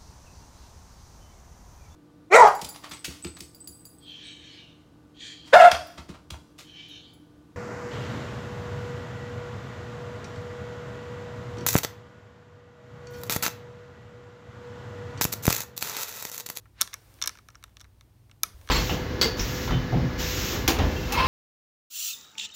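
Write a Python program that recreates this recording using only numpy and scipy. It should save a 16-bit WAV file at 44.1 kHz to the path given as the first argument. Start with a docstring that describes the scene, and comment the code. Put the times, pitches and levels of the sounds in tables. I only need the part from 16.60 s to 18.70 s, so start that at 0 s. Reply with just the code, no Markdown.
"""Fitting a screw into a helmet

A small metal screw is pushed by hand into a hole in a hard plastic helmet, close by. It slides, clicks
and rattles against the rim, making the shell ring, then snaps into place. The hand bumps the helmet.
A small room answers faintly, over a low hum, a rumble and a hiss that rises after the loudest clicks."""
import sys
import numpy as np
from scipy import signal
from scipy.fft import rfft, irfft, next_fast_len
from scipy.io import wavfile
from scipy.ndimage import uniform_filter1d, map_coordinates

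SR = 44100
rng = np.random.default_rng(int(sys.argv[2]) if len(sys.argv) > 2 else 0)


def generate_wav(sig):
    """Save sig (samples, or channels by samples) to the path in sys.argv[1] as 16-bit PCM at SR."""
    pcm = np.round(np.clip(np.atleast_2d(sig).T, -1, 1) * 32767).astype(np.int16)
    wavfile.write(sys.argv[1], SR, pcm)


N = 92610  # 2.1 seconds

# Each tap on the rim (time [s], shell level [dB], tick level [dB], treble level [dB], contact pitch [Hz])
RIM_TAPS = [(0.0555, -58.5, -78, -78, 1270), (.06, -59.5, -81, -89, 1260), (0.2081, -33, -41.5, -53, 3320),
            (.2128, -30.5, -20, -21.5, 6470), (0.218, -31, -20.5, -23, 4320),
            (0.229, -48, -40.5, -40, 4300), (0.275, -45.5, -44.5, -53, 3660), (0.3301, -46, -52, -70, 2600),
            (.333, -45.5, -41, -63, 3600), (0.3383, -50, -64, -57, 2900),
            (0.3408, -39.5, -34.5, -39.5, 5900), (0.5408, -84.5, -63, -60, 5600),
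            (0.5879, -59, -66, -80, 3600), (.616, -36.5, -33.5, -50, 3600),
            (.6239, -39.5, -23, -39.5, 5600), (0.6389, -37.5, -30, -48, 5600),
            (.6442, -42.5, -42, -65, 5740), (0.6486, -44.5, -53, -78, 5700), (.658, -47, -41, -58, 5700),
            (0.6599, -42, -38.5, -39, 11400), (0.6743, -36, -25, -32.5, 5100),
            (.676, -36, -30.5, -31, 5160), (0.693, -39.5, -37, -49, 5700), (0.753, -51.5, -58.5, -66, 5700),
            (0.7728, -54.5, -56, -69.5, 5900), (0.7868, -54, -55.5, -71.5, 3800),
            (0.7893, -52, -70.5, -67.5, 1300), (.8864, -47, -51.5, -58, 1090),
            (.903, -60.5, -57.5, -69, 5660), (0.947, -56.5, -67, -78, 3800), (0.9539, -49, -50, -74, 5750),
            (1.0271, -55.5, -59.5, -70, 4100), (1.0391, -45, -44.5, -49.5, 1200),
            (1.079, -65, -72, -84, 3600), (1.094, -71, -73.5, -82, 3800), (1.1689, -54, -48.5, -64, 2370),
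            (1.1973, -65.5, -55.5, -69.5, 5600), (1.205, -57, -51, -67, 3900),
            (1.2099, -54.5, -70, -76, 660), (1.2127, -55.5, -48, -57.5, 5600),
            (1.2432, -57, -60.5, -73, 3880), (1.2497, -58, -71, -81, 1285), (1.4097, -58, -55, -67, 3790),
            (1.696, -61, -69, -77.5, 3907), (1.7133, -57.5, -55.5, -71, 2900),
            (2.0131, -58.5, -62.5, -69, 1190), (2.0743, -49.5, -53.5, -63, 3380),
            (2.0892, -39, -40.5, -74, 3600), (2.0955, -55.5, -66, -57, 8800)]
# The notes a tap rings; wider ones die sooner (pitch [Hz], width [Hz], level [dB])
TAP_NOTES = [(290, 160, -12.5), (660, 110, -11), (1140, 110, -7.5), (1337, 160, 1.5), (1688, 220, -1.5),
             (2207, 220, -1), (2900, 800, -8), (3600, 200, 0), (4060, 350, -7.5), (5600, 450, 1),
             (6170, 550, -10.5), (8280, 1400, -6.5), (9930, 330, -9.5), (11260, 550, -5),
             (13300, 1000, -13.5), (14450, 500, -16.5)]
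def taps():
    """The screw rattles around the hole. Each spot on the rim rings a little differently."""
    detune, spread_db = 0.025, 2.5
    out = np.zeros(N)
    for tap in RIM_TAPS:
        chance = rng.standard_normal((len(TAP_NOTES), 2))
        notes = [(hz * (1 + detune * a), width, db + spread_db * b)
                 for (hz, width, db), (a, b) in zip(TAP_NOTES, chance)]
        out += click(notes, *tap)
    return out


# The notes the seated screw and shell ring together (pitch [Hz], width [Hz], level [dB])
SNAP_NOTES = [(680, 42, -9), (1112, 92, -9), (1301, 100, 14.5), (1757, 260, 9.5), (2296, 174, 8.5),
              (3590, 230, -2), (3940, 550, -1), (5130, 900, -1), (6270, 740, -1), (9720, 1040, 4.5),
              (11020, 1100, 5.5), (11850, 600, 3), (12000, 300, -18), (15400, 1400, 4)]
def snap():
    """The screw snaps into place with one bright click."""
    return click(SNAP_NOTES, start_s=1.8337, shell_db=-28, tick_db=-21, treble_db=-21, contact_hz=6000)


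def click(notes, start_s, shell_db, tick_db, treble_db, contact_hz):
    """One hit rings the helmet. Its low (shell), middle (tick) and treble parts each get a level."""
    lead = SR // 200  # samples of silence before the hit
    force = even_out(np.pad(gritty_hit(), (lead, 0)))
    ring = filtered(force, lambda f: shell_response(f, notes, contact_hz))
    shell_top_hz, tick_top_hz = 2800, 7500
    bands = [(lambda f: below(f, shell_top_hz), shell_db),
             (lambda f: below(f, tick_top_hz) - below(f, shell_top_hz), tick_db),
             (lambda f: 1 - below(f, tick_top_hz), treble_db)]
    out = np.zeros(N + SR)
    start = round(start_s * SR) - lead
    for band, db in bands:
        part = filtered(ring, band)
        strength = amp(db) * np.sqrt(0.005 * SR)  # as much energy as 5 ms at this level
        out[start:start + len(part)] += strength * part / np.linalg.norm(part)
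    return out[:N]


def gritty_hit():
    """A clean knock, plus grit from the rough contact and duller echoes inside the helmet."""
    t = np.arange(SR // 10) / SR
    knock = t == 0
    echoes = filtered(burst(t, fade_s=0.023), lambda f: 1 / (1 + 1j * f / 2920))
    grit = burst(t, fade_s=0.0041)
    return knock + amp(-5) * grit + amp(-2) * echoes


def shell_response(f, notes, contact_hz):
    """How strongly, and how late, the struck shell gives out each frequency f."""
    def resonance(hz, width):
        return 1j * f * width / (hz * hz - f * f + 1j * f * width)

    body = sum(amp(db) * resonance(hz, width) for hz, width, db in notes)
    contact = amp(-0.5) * resonance(contact_hz, width=600)  # a short ring where the screw touches
    softening = below(f, 15700)  # the contact time rounds off the highest treble
    # Low notes travel slower as the shell bends, so each click trails downward.
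    lag = np.exp(-2j * np.pi * 2.8 * np.log(f + 100))  # a delay of 2.8 / (f + 100) seconds
    weak_bass = amp(-4.5 * below(f, 960))  # the shell passes bass to the air poorly
    return (body + contact) * softening * lag * weak_bass


# The tone of the sliding screw (frequency [Hz], level [dB])
SLIDE_TONE = [(200, -15), (800, -12), (1300, -0.5), (2300, -4), (4000, -6.5), (6500, -17.5), (10000, -26.5),
              (16000, -35)]
def slide():
    """The screw slides into the first loud click: a scrape that swells fast, then stops."""
    end_s, end_db, rise_db_per_s = 0.209, -45, 512.5
    time_left = end_s - np.arange(N) / SR
    return noise(SLIDE_TONE) * amp(end_db - rise_db_per_s * abs(time_left)) * (time_left > 0)


# Each bump of the hand (time [s], pitch [Hz], strength [dB])
HAND_BUMPS = [(1.943, 64, -37.5), (1.989, 72, -43), (2.039, 61, -43)]
def hand():
    """The hand bumps the helmet, making soft, low thuds."""
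    rise_s, fade_s = 0.012, 0.12
    out = np.zeros(N)
    for start_s, hz, db in HAND_BUMPS:
        t = np.maximum(np.arange(N) / SR - start_s, 0)
        loudness = 2 * amp(db - 60 * t / fade_s) * (1 - np.exp(-t / rise_s))
        out += loudness * np.sin(2 * np.pi * hz * t)
    return out


# How long the room's echo lasts (frequency [Hz], time to fade by 60 dB [s])
ECHO_FADE = [(200, 0.39), (1500, 0.29), (6000, 0.29), (15000, 0.21)]
# The tone of that echo (frequency [Hz], level [dB])
ECHO_TONE = [(150, 2.5), (300, 4.5), (600, -4.5), (1500, 4), (3500, -2), (6000, -4.5), (10000, -3),
             (16000, -6.5)]
def room(sound):
    """The small room answers with a smooth echo whose treble dies first."""
    blur_hz, build_s = 700.5, 0.0069
    # Sound leaving in all directions blurs the ringing notes.
    wander_hz = blur_hz * unit(uniform_filter1d(rng.standard_normal(N), size=24))
    blurred = np.real(signal.hilbert(sound) * np.exp(2j * np.pi * np.cumsum(wander_hz) / SR))
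    hz, t, spectrum = signal.stft(rng.standard_normal(SR // 2), SR, nperseg=256)
    level_db = along(ECHO_TONE, hz)[:, None] - 60 * t / along(ECHO_FADE, hz)[:, None]
    build_up = 1 - np.exp(-t / build_s)
    tail = signal.istft(spectrum * amp(level_db) * build_up, SR, nperseg=256)[1]
    return signal.fftconvolve(blurred, tail / np.linalg.norm(tail))[:N]


# The low notes of the hum (pitch [Hz], level [dB])
HUM_NOTES = [(59.2, -63.5), (96.9, -63), (119.5, -69), (193.8, -81.5)]
def hum():
    """A low hum whose notes waver in loudness and pitch."""
    waver_db, drift_radians = 2.5, 0.38
    t = np.arange(N) / SR
    out = np.zeros(N)
    for hz, db in HUM_NOTES:
        loudness = amp(db + waver_db * wobble(2.4))
        phase = 2 * np.pi * (hz * t + rng.random()) + drift_radians * wobble(4.4)
        out += loudness * np.sqrt(2) * np.sin(phase)
    return out


# The tone of the room's rumble (frequency [Hz], level [dB])
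RUMBLE_TONE = [(15, -39), (28, -14.5), (45, -2), (62, 1), (85, -5), (125, -4), (190, -14), (330, -15.5),
               (500, -27), (1000, -28.5), (2500, -69.5)]
def rumble():
    """The room rumbles, deep and steady."""
    return amp(-61.5) * noise(RUMBLE_TONE)


# The tone of the hiss (frequency [Hz], level [dB])
HISS_TONE = [(150, -21.5), (300, 4.5), (700, 2.5), (1500, -2.5), (3000, -5.5), (6000, -8), (8000, -10.5),
             (9050, -7), (10300, -11.5), (15000, -7.5), (16500, -16.5)]
# How loud the hiss is as time passes (time [s], level [dB])
HISS_LOUDNESS = [(0, -69.5), (.19, -72.5), (.23, -65.5), (.66, -59.5), (.82, -68.5), (1.3, -71.5),
                 (1.81, -71), (1.85, -66), (2.1, -58.5)]
def hiss():
    """A soft hiss rises during the rattle, sinks back, and rises again after the snap."""
    level_db = np.interp(np.arange(N) / SR, *np.transpose(HISS_LOUDNESS))
    return amp(level_db) * noise(HISS_TONE)


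def amp(db):
    """Turn decibels into a number to multiply by."""
    return 10 ** (np.asarray(db) / 20)


def unit(x):
    """Scale a sound to an average power of 1."""
    return x / np.sqrt(np.mean(x ** 2) + 1e-30)


def along(points, hz):
    """Read between the rows of a (frequency, value) table, spaced by octaves."""
    f, values = np.transpose(points)
    return np.interp(np.log(hz + 1), np.log(f + 1), values)


def below(f, edge_hz, steepness=14):
    """Close to 1 below the edge, falling smoothly to 0 above it."""
    return 1 / (1 + (f / edge_hz) ** steepness)


def filtered(x, response):
    """Multiply each frequency in x by response(frequency)."""
    size = next_fast_len(len(x) + 8192)
    hz = np.fft.rfftfreq(size, 1 / SR)
    return irfft(rfft(x, size) * response(hz), size)[:len(x)]


def even_out(x, band_hz=1000):
    """Make all broad frequency bands equally strong, keeping the fine grain."""
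    spectrum = rfft(x)
    power = abs(uniform_filter1d(abs(spectrum) ** 2, size=round(band_hz * len(x) / SR)))
    return irfft(spectrum / np.sqrt(power + 1e-12), len(x))


def noise(tone):
    """Steady noise, shaped by a tone table."""
    return unit(filtered(rng.standard_normal(N), lambda hz: amp(along(tone, hz))))


def wobble(rate):
    """A smooth curve through `rate` random values a second."""
    return map_coordinates(rng.standard_normal(64), [np.arange(N) * rate / SR], mode="wrap")


def burst(t, fade_s):
    """A puff of noise with energy 1 that drops 60 dB in fade_s."""
    puff = rng.standard_normal(len(t)) * amp(-60 * t / fade_s)
    return puff / np.linalg.norm(puff)


def scene():
    """Mix the screw, its faint echo, the hand and the background into one channel."""
    screw = slide() + taps() + snap()
    return (screw + amp(-21) * room(screw) + hand() + hum() + rumble() + hiss())[None]


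def record(dry):
    """The recorder cuts off the very highest treble."""
    return filtered(dry[0], lambda f: below(f, 16150, steepness=130))[None]


dry = scene()
out = record(dry)
generate_wav(out)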